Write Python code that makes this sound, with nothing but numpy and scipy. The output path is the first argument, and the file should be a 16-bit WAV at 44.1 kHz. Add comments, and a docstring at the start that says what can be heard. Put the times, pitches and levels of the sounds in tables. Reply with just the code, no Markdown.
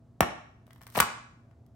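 """A low appliance rush and hum run throughout; the kitchen answers the spoon and crust with echoes and a tail.
A steel spoon taps the caramel crust of a custard in a glass bowl, close by: crack, hollow knock and bowl thud.
It then presses on the sugar, which ticks and crackles as noise cracks, damped modes and random grains.
The crust breaks through in a short crunch of quick blows that ends in one sharp snap.
Two faint ticks follow near the end."""
import sys
import numpy as np
from scipy import signal
from scipy.fft import rfft, irfft, next_fast_len
from scipy.io import wavfile
from scipy.ndimage import map_coordinates

SR = 44100
rng = np.random.default_rng(int(sys.argv[2]) if len(sys.argv) > 2 else 0)


def dump(signal):
    """Clip the signal to [-1, 1] and save it as 16-bit WAV at the path in sys.argv[1]."""
    limited = np.clip(np.atleast_2d(signal).T, -1, 1)
    pcm = np.round(limited * 32767).astype(np.int16)
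    wavfile.write(sys.argv[1], SR, pcm)


N = 77175  # length in samples


def amp(db):
    """Decibels to a linear gain."""
    return 10 ** (np.asarray(db) / 20)


def unit(x):
    """Scaled to rms 1."""
    return x / np.sqrt(np.mean(x ** 2) + 1e-20)


def burst(x):
    """Scaled to an energy of 1 per channel, averaged over the channels."""
    return unit(x) / np.sqrt(x.shape[-1])


def along(points, hz):
    """Reads (frequency [Hz], value) points on a log frequency axis."""
    f, v = np.transpose(points)
    return np.interp(np.log(hz + 1), np.log(f + 1), v)


def filtered(x, response):
    """x times a response of frequency."""
    n = x.shape[-1]
    padded = next_fast_len(n + 8192)
    spectrum = rfft(x, padded) * response(np.fft.rfftfreq(padded, 1 / SR))
    return irfft(spectrum, padded)[..., :n]


def coloured(x, points):
    """x shaped by a (frequency [Hz], level [dB]) curve."""
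    return filtered(x, lambda hz: amp(along(points, hz)))


def low_cut(x, hz):
    """A second-order high-pass."""
    return signal.sosfilt(signal.butter(2, hz, "highpass", fs=SR, output="sos"), x)


def spread(pair, width):
    """Two unrelated signals as left and right; width 0 is mono."""
    mid, side = pair[0] * np.cos(width), pair[1] * np.sin(width)
    return np.array([mid + side, mid - side])


def widened(pair, widths):
    """Like spread, with a width for each frequency."""
    def mid_side(hz):
        width = along(widths, hz)
        return np.array([np.cos(width), np.sin(width)])
    mid, side = filtered(pair, mid_side)
    return np.array([mid + side, mid - side])


def wobble(rate):
    """A smooth random curve, rate knots a second."""
    knots = rng.standard_normal(int(N * rate / SR) + 4)
    return map_coordinates(knots, [np.arange(N) * rate / SR])


def ring(modes, t, rise_s, pitch=1):
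    """Damped modes struck at t = 0, each a sine that dies away at its own rate."""
    t = np.maximum(t, 0)
    tone = sum(amp(db - 60 * t / t60) * np.sin(2 * np.pi * hz * pitch * t) for hz, db, t60 in modes)
    return burst(tone * (1 - np.exp(-t / rise_s)))


def add(track, s, sound):
    """Mixes a sound in at s seconds."""
    part = track[:, round(s * SR):][:, :sound.shape[-1]]
    part += sound[..., :part.shape[1]]


# spectrum of the air rush: (frequency [Hz], relative level [dB per Hz])
AIR_COLOUR = [(25, -26), (60, -10), (115, -3.5), (150, -11.5), (200, -14.5), (300, -17), (450, -27),
              (680, -25), (900, -34), (1300, -38.5), (2500, -51), (7000, -53.5), (14000, -64.5)]
# stereo width of the rush: (frequency [Hz], angle from mono [rad])
AIR_WIDTH = [(100, 0.11), (300, 0.25), (1000, 0.26), (8000, 0.46)]
# motor hum tones: (frequency [Hz], level [dB])
HUM_TONES = [(119, -62), (236, -68), (668, -78)]
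AIR_DB, HUM_WAVER_DB, HUM_DRIFT_RAD = -58, 0.5, 1


def appliance():
    """A low rush of air with a motor hum whose tones waver in level and phase."""
    air = widened(coloured(rng.standard_normal((2, N)), AIR_COLOUR), AIR_WIDTH)
    t = np.arange(N) / SR
    hum = np.zeros(N)
    for hz, db in HUM_TONES:
        level = np.sqrt(2) * amp(db + HUM_WAVER_DB * wobble(19))
        hum += level * np.sin(2 * np.pi * hz * t + HUM_DRIFT_RAD * wobble(7))
    return amp(AIR_DB) * unit(air) + hum


# echoes of the nearest walls and cupboards: (delay [s], level [dB])
WALL_ECHOES = [(0.013, -19.5), (0.0192, -17.5), (0.0247, -17.5), (.0380, -28)]
# tint of those echoes: (frequency [Hz], level [dB])
WALL_COLOUR = [(100, -10), (600, 0), (1300, 9.5), (3000, 0.5), (6000, -6.5), (15000, -9)]


def early_echoes(x):
    """Each nearby surface returns a delayed, tinted copy."""
    def delays(hz):
        return sum(amp(db) * np.exp(-2j * np.pi * hz * s) for s, db in WALL_ECHOES)
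    return filtered(coloured(x, WALL_COLOUR), delays)


# decay of the tail: (frequency [Hz], time to fall 60 dB [s])
ROOM_T60 = [(100, 0.54), (400, 0.38), (1200, 0.63), (3000, 0.55), (7000, .52), (10000, 0.32), (15000, 0.1)]
# spectrum of the tail: (frequency [Hz], level [dB])
ROOM_COLOUR = [(60, -17.5), (200, -9.5), (320, -1.5), (500, -7.5), (800, -7), (1200, -7), (2000, -2.5),
               (3000, -6), (4200, -3.5), (5600, -7), (7000, -6), (9000, -13), (12000, -13), (15500, -9)]
# stereo width of the tail: (frequency [Hz], angle from mono [rad])
ROOM_WIDTH = [(100, .25), (400, 0.73), (1500, 0.81)]
ROOM_RISE_S = 0.0033


def room_tail(x):
    """Diffuse reverberation: noise that dies away at its own rate in each band, fed with the mono sum."""
    hz, t, bands = signal.stft(rng.standard_normal((2, SR)), SR, nperseg=256)
    t60 = along(ROOM_T60, hz)[:, None]
    decay = amp(-60 * t / t60) * (1 - np.exp(-t / ROOM_RISE_S))
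    # dividing by sqrt(t60) stops long decays from gaining energy
    tail = signal.istft(bands * decay / np.sqrt(t60), SR, nperseg=256)[1]
    tail = coloured(burst(widened(tail, ROOM_WIDTH)), ROOM_COLOUR)
    return signal.fftconvolve(x.mean(0)[None], tail, axes=1)[:, :N]


def kitchen(x):
    """Echoes of the nearest walls and cupboards, then a diffuse tail."""
    return early_echoes(x) + room_tail(x)


CRACK_WIDTH = 0.72  # rad from mono
# spectrum of breaking sugar: (frequency [Hz], relative level [dB])
CRACK_COLOUR = [(400, -13.5), (1500, -16), (3000, -0.5), (4400, -2), (5700, 1), (6800, -4.5), (8800, 4),
                (10300, -6.5), (12200, 4), (13500, -0.5), (15300, 2), (17000, -11.5)]


def sugar_colour(pair):
    """The bright spectrum of brittle sugar, spread in stereo."""
    return coloured(spread(pair, CRACK_WIDTH), CRACK_COLOUR)


# fine splintering under pressure: (time [s], level [dB])
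SPLINTER_LEVEL = [(.66, -86.5), (.72, -79), (.79, -79.5), (.83, -69), (.89, -70), (.94, -62.5),
                  (.96, -42.5), (.985, -44), (1.0, -46.5), (1.02, -51), (1.07, -59.5)]
SPLINTERS_PER_S = 300


def splinters():
    """Tiny random fractures grow with the pressure on the crust, then fade after the break."""
    grains = (rng.random(N) < SPLINTERS_PER_S / SR) * rng.standard_normal((2, N))
    level_db = np.interp(np.arange(N) / SR, *np.transpose(SPLINTER_LEVEL), left=-120, right=-120)
    return amp(level_db) * unit(sugar_colour(grains))


THUD_HZ, THUD_END_HZ, THUD_GLIDE_S = 324, 42, 0.0089  # shape of the falling sine
THUD_LAG_S, THUD_RISE_S = .001, 0.0069


def thud(t):
    """A soft low bump of the bowl on the counter, its lowest part heard last, drawn as a falling sine."""
    t = np.maximum(t - THUD_LAG_S, 0)
    hz = THUD_END_HZ + (THUD_HZ - THUD_END_HZ) * np.exp(-t / THUD_GLIDE_S)
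    swell = t / THUD_RISE_S * np.exp(-t / THUD_RISE_S)
    return burst(swell * np.sin(2 * np.pi * np.cumsum(hz) / SR))


CRACK_RISE_S, CRACK_T60_S = .0004, .009
CRUMBLE_DB, CRUMBLE_T60_S = -24, .035  # slower tail of the crack


def crack(t):
    """Brittle sugar gives a sharp noise burst with a fainter, longer crumble."""
    snap = amp(-60 * t / CRACK_T60_S)
    crumble = amp(CRUMBLE_DB - 60 * t / CRUMBLE_T60_S)
    rise = 1 - np.exp(-t / CRACK_RISE_S)
    return burst(rise * (snap + crumble) * sugar_colour(rng.standard_normal((2, len(t)))))


# modes of the spoon, damped by the hand: (frequency [Hz], relative level [dB], time to fall 60 dB [s])
SPOON_MODES = [(5534, -9, .045), (6944, -11.5, 0.021), (9250, 4, 0.014), (8750, -5, 0.03),
               (11580, 1.5, 0.019), (14800, -2.5, .015), (15480, -4, 0.026)]
SPOON_DB = -10.5  # beside the crack


def steel(t):
    """The crack sets the spoon ringing in short high modes."""
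    return amp(SPOON_DB) * ring(SPOON_MODES, t, CRACK_RISE_S)


# rough part of a knock, at pitch ratio 1: (frequency [Hz], relative level [dB])
GRIT_COLOUR = [(150, -22), (340, -11), (560, 1.5), (900, 1), (1350, 0), (1700, -7), (2100, -8),
               (2750, -11.5), (3500, -19), (7000, -34)]
GRIT_DB, GRIT_DB_PER_PITCH, GRIT_T60_S = -5.5, 17, 0.029
GRIT_TILT_DB = 4.5  # dB per octave for each unit of pitch ratio above 1


def grit(t, pitch):
    """Noise in the knock: smaller pieces are higher, brighter and grittier."""
    lowest_hz = GRIT_COLOUR[0][0]
    tilt = GRIT_TILT_DB * (pitch - 1)
    colour = [(hz * pitch, db + tilt * np.log2(hz / lowest_hz)) for hz, db in GRIT_COLOUR]
    noise = spread(coloured(rng.standard_normal((2, len(t))), colour), CRACK_WIDTH)
    envelope = (1 - np.exp(-t / CRACK_RISE_S)) * amp(-60 * t / GRIT_T60_S)
    return amp(GRIT_DB + GRIT_DB_PER_PITCH * (pitch - 1)) * burst(envelope * noise)


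# crust modes at pitch ratio 1: (frequency [Hz], relative level [dB], time to fall 60 dB [s])
CRUST_MODES = [(480, -4.5, 0.003), (783, 10, 0.0072), (1247, 1, 0.009), (1777, -16.5, 0.012),
               (2530, -19, 0.0029)]
KNOCK_LAG_S, KNOCK_RISE_S, KNOCK_LOW_HZ = .0006, 0.00018, 259
KNOCK_LEFT_DB = 1.74  # left up, right down


def knock(t, pitch):
    """The crust over the custard knocks in damped modes with grit, a little to the left."""
    modes = ring(CRUST_MODES, t - KNOCK_LAG_S, KNOCK_RISE_S, pitch)
    hollow = burst(low_cut(modes, KNOCK_LOW_HZ))
    return burst(hollow + grit(t, pitch)) * amp([[KNOCK_LEFT_DB], [-KNOCK_LEFT_DB]])


def contact(t, crack_db, knock_db, pitch):
    """Brittle sugar cracks and rings the spoon while the crust knocks."""
    return amp(crack_db) * (crack(t) + steel(t)) + amp(knock_db) * knock(t, pitch)


# the tap, then the fractures as the crust gives way:
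# (time [s], crack level [dB], knock level [dB], thud level [dB], crust pitch [ratio])
BLOWS = [(.2065, 1, 10.5, 2, 0.968), (0.9491, -26.5, -19.5, -30, 2), (0.9534, -19.5, -9.5, -18, 1.25),
         (0.9581, -22.5, -7, -21, 1.6), (0.9676, -17, -12.5, -14.5, 1.1), (0.9707, -15.5, -5.5, -27.5, .9),
         (0.9758, -8.5, 2, -5.5, .95), (0.9799, -10.5, -6.5, -18.5, 0.83), (.9885, -18.5, 0, -28.5, 1.5),
         (.9945, -23, -10.5, -14, 1.3), (1.0015, 6, 9.5, -5.5, 1.45), (1.005, 3, -2.5, -10, 1.1)]
# small cracks under the spoon: (time [s], crack level [dB], knock level [dB], crust pitch [ratio])
TICKS = [(0.6669, -44, -43, 1.6), (0.678, -52.5, -35, 0.85), (0.7066, -43, -30.5, 1.49),
         (0.7311, -36, -46.5, 2.01), (0.7599, -45, -35, 1.33), (0.81, -48, -33, 1.3),
         (0.8156, -35, -29.5, 1.3), (.8250, -35, -40.5, 1.6), (.8332, -34.5, -44, 2.4),
         (.8670, -27.5, -25, 1.4), (0.8758, -32, -41, 1.3), (0.9009, -32, -43, 1.1),
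         (0.9076, -48, -46, 1.7), (0.923, -36.5, -38.5, 1.7), (0.9271, -41, -38.5, 0.9),
         (0.943, -33.5, -37, 1.6), (1.5112, -61, -43, 1.5), (1.664, -48.5, -56, 1.48)]


def spoon():
    """Blows push the whole bowl against the counter; ticks stay in the crust."""
    out, t = np.zeros((2, N)), np.arange(SR // 6) / SR
    for s, crack_db, knock_db, thud_db, pitch in BLOWS:
        add(out, s, contact(t, crack_db, knock_db, pitch) + amp(thud_db) * thud(t))
    for s, crack_db, knock_db, pitch in TICKS:
        add(out, s, contact(t, crack_db, knock_db, pitch))
    return out


def scene():
    """The dessert close by, in its room, over the appliance."""
    dessert = spoon() + splinters()
    return dessert + kitchen(dessert) + appliance()


LOW_CUT_HZ, TOP_HZ, CEILING = 24, 16600, .85  # ceiling in full scale


def record(dry):
    """The microphone drops the lowest bass, rounds the highest peaks and cuts steeply above its band limit."""
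    x = low_cut(dry, LOW_CUT_HZ)
    x = x / (1 + (x / CEILING) ** 6) ** (1 / 6)
    return filtered(x, lambda hz: 1 / (1 + (hz / TOP_HZ) ** 160))


dry = scene()
out = record(dry)
dump(out)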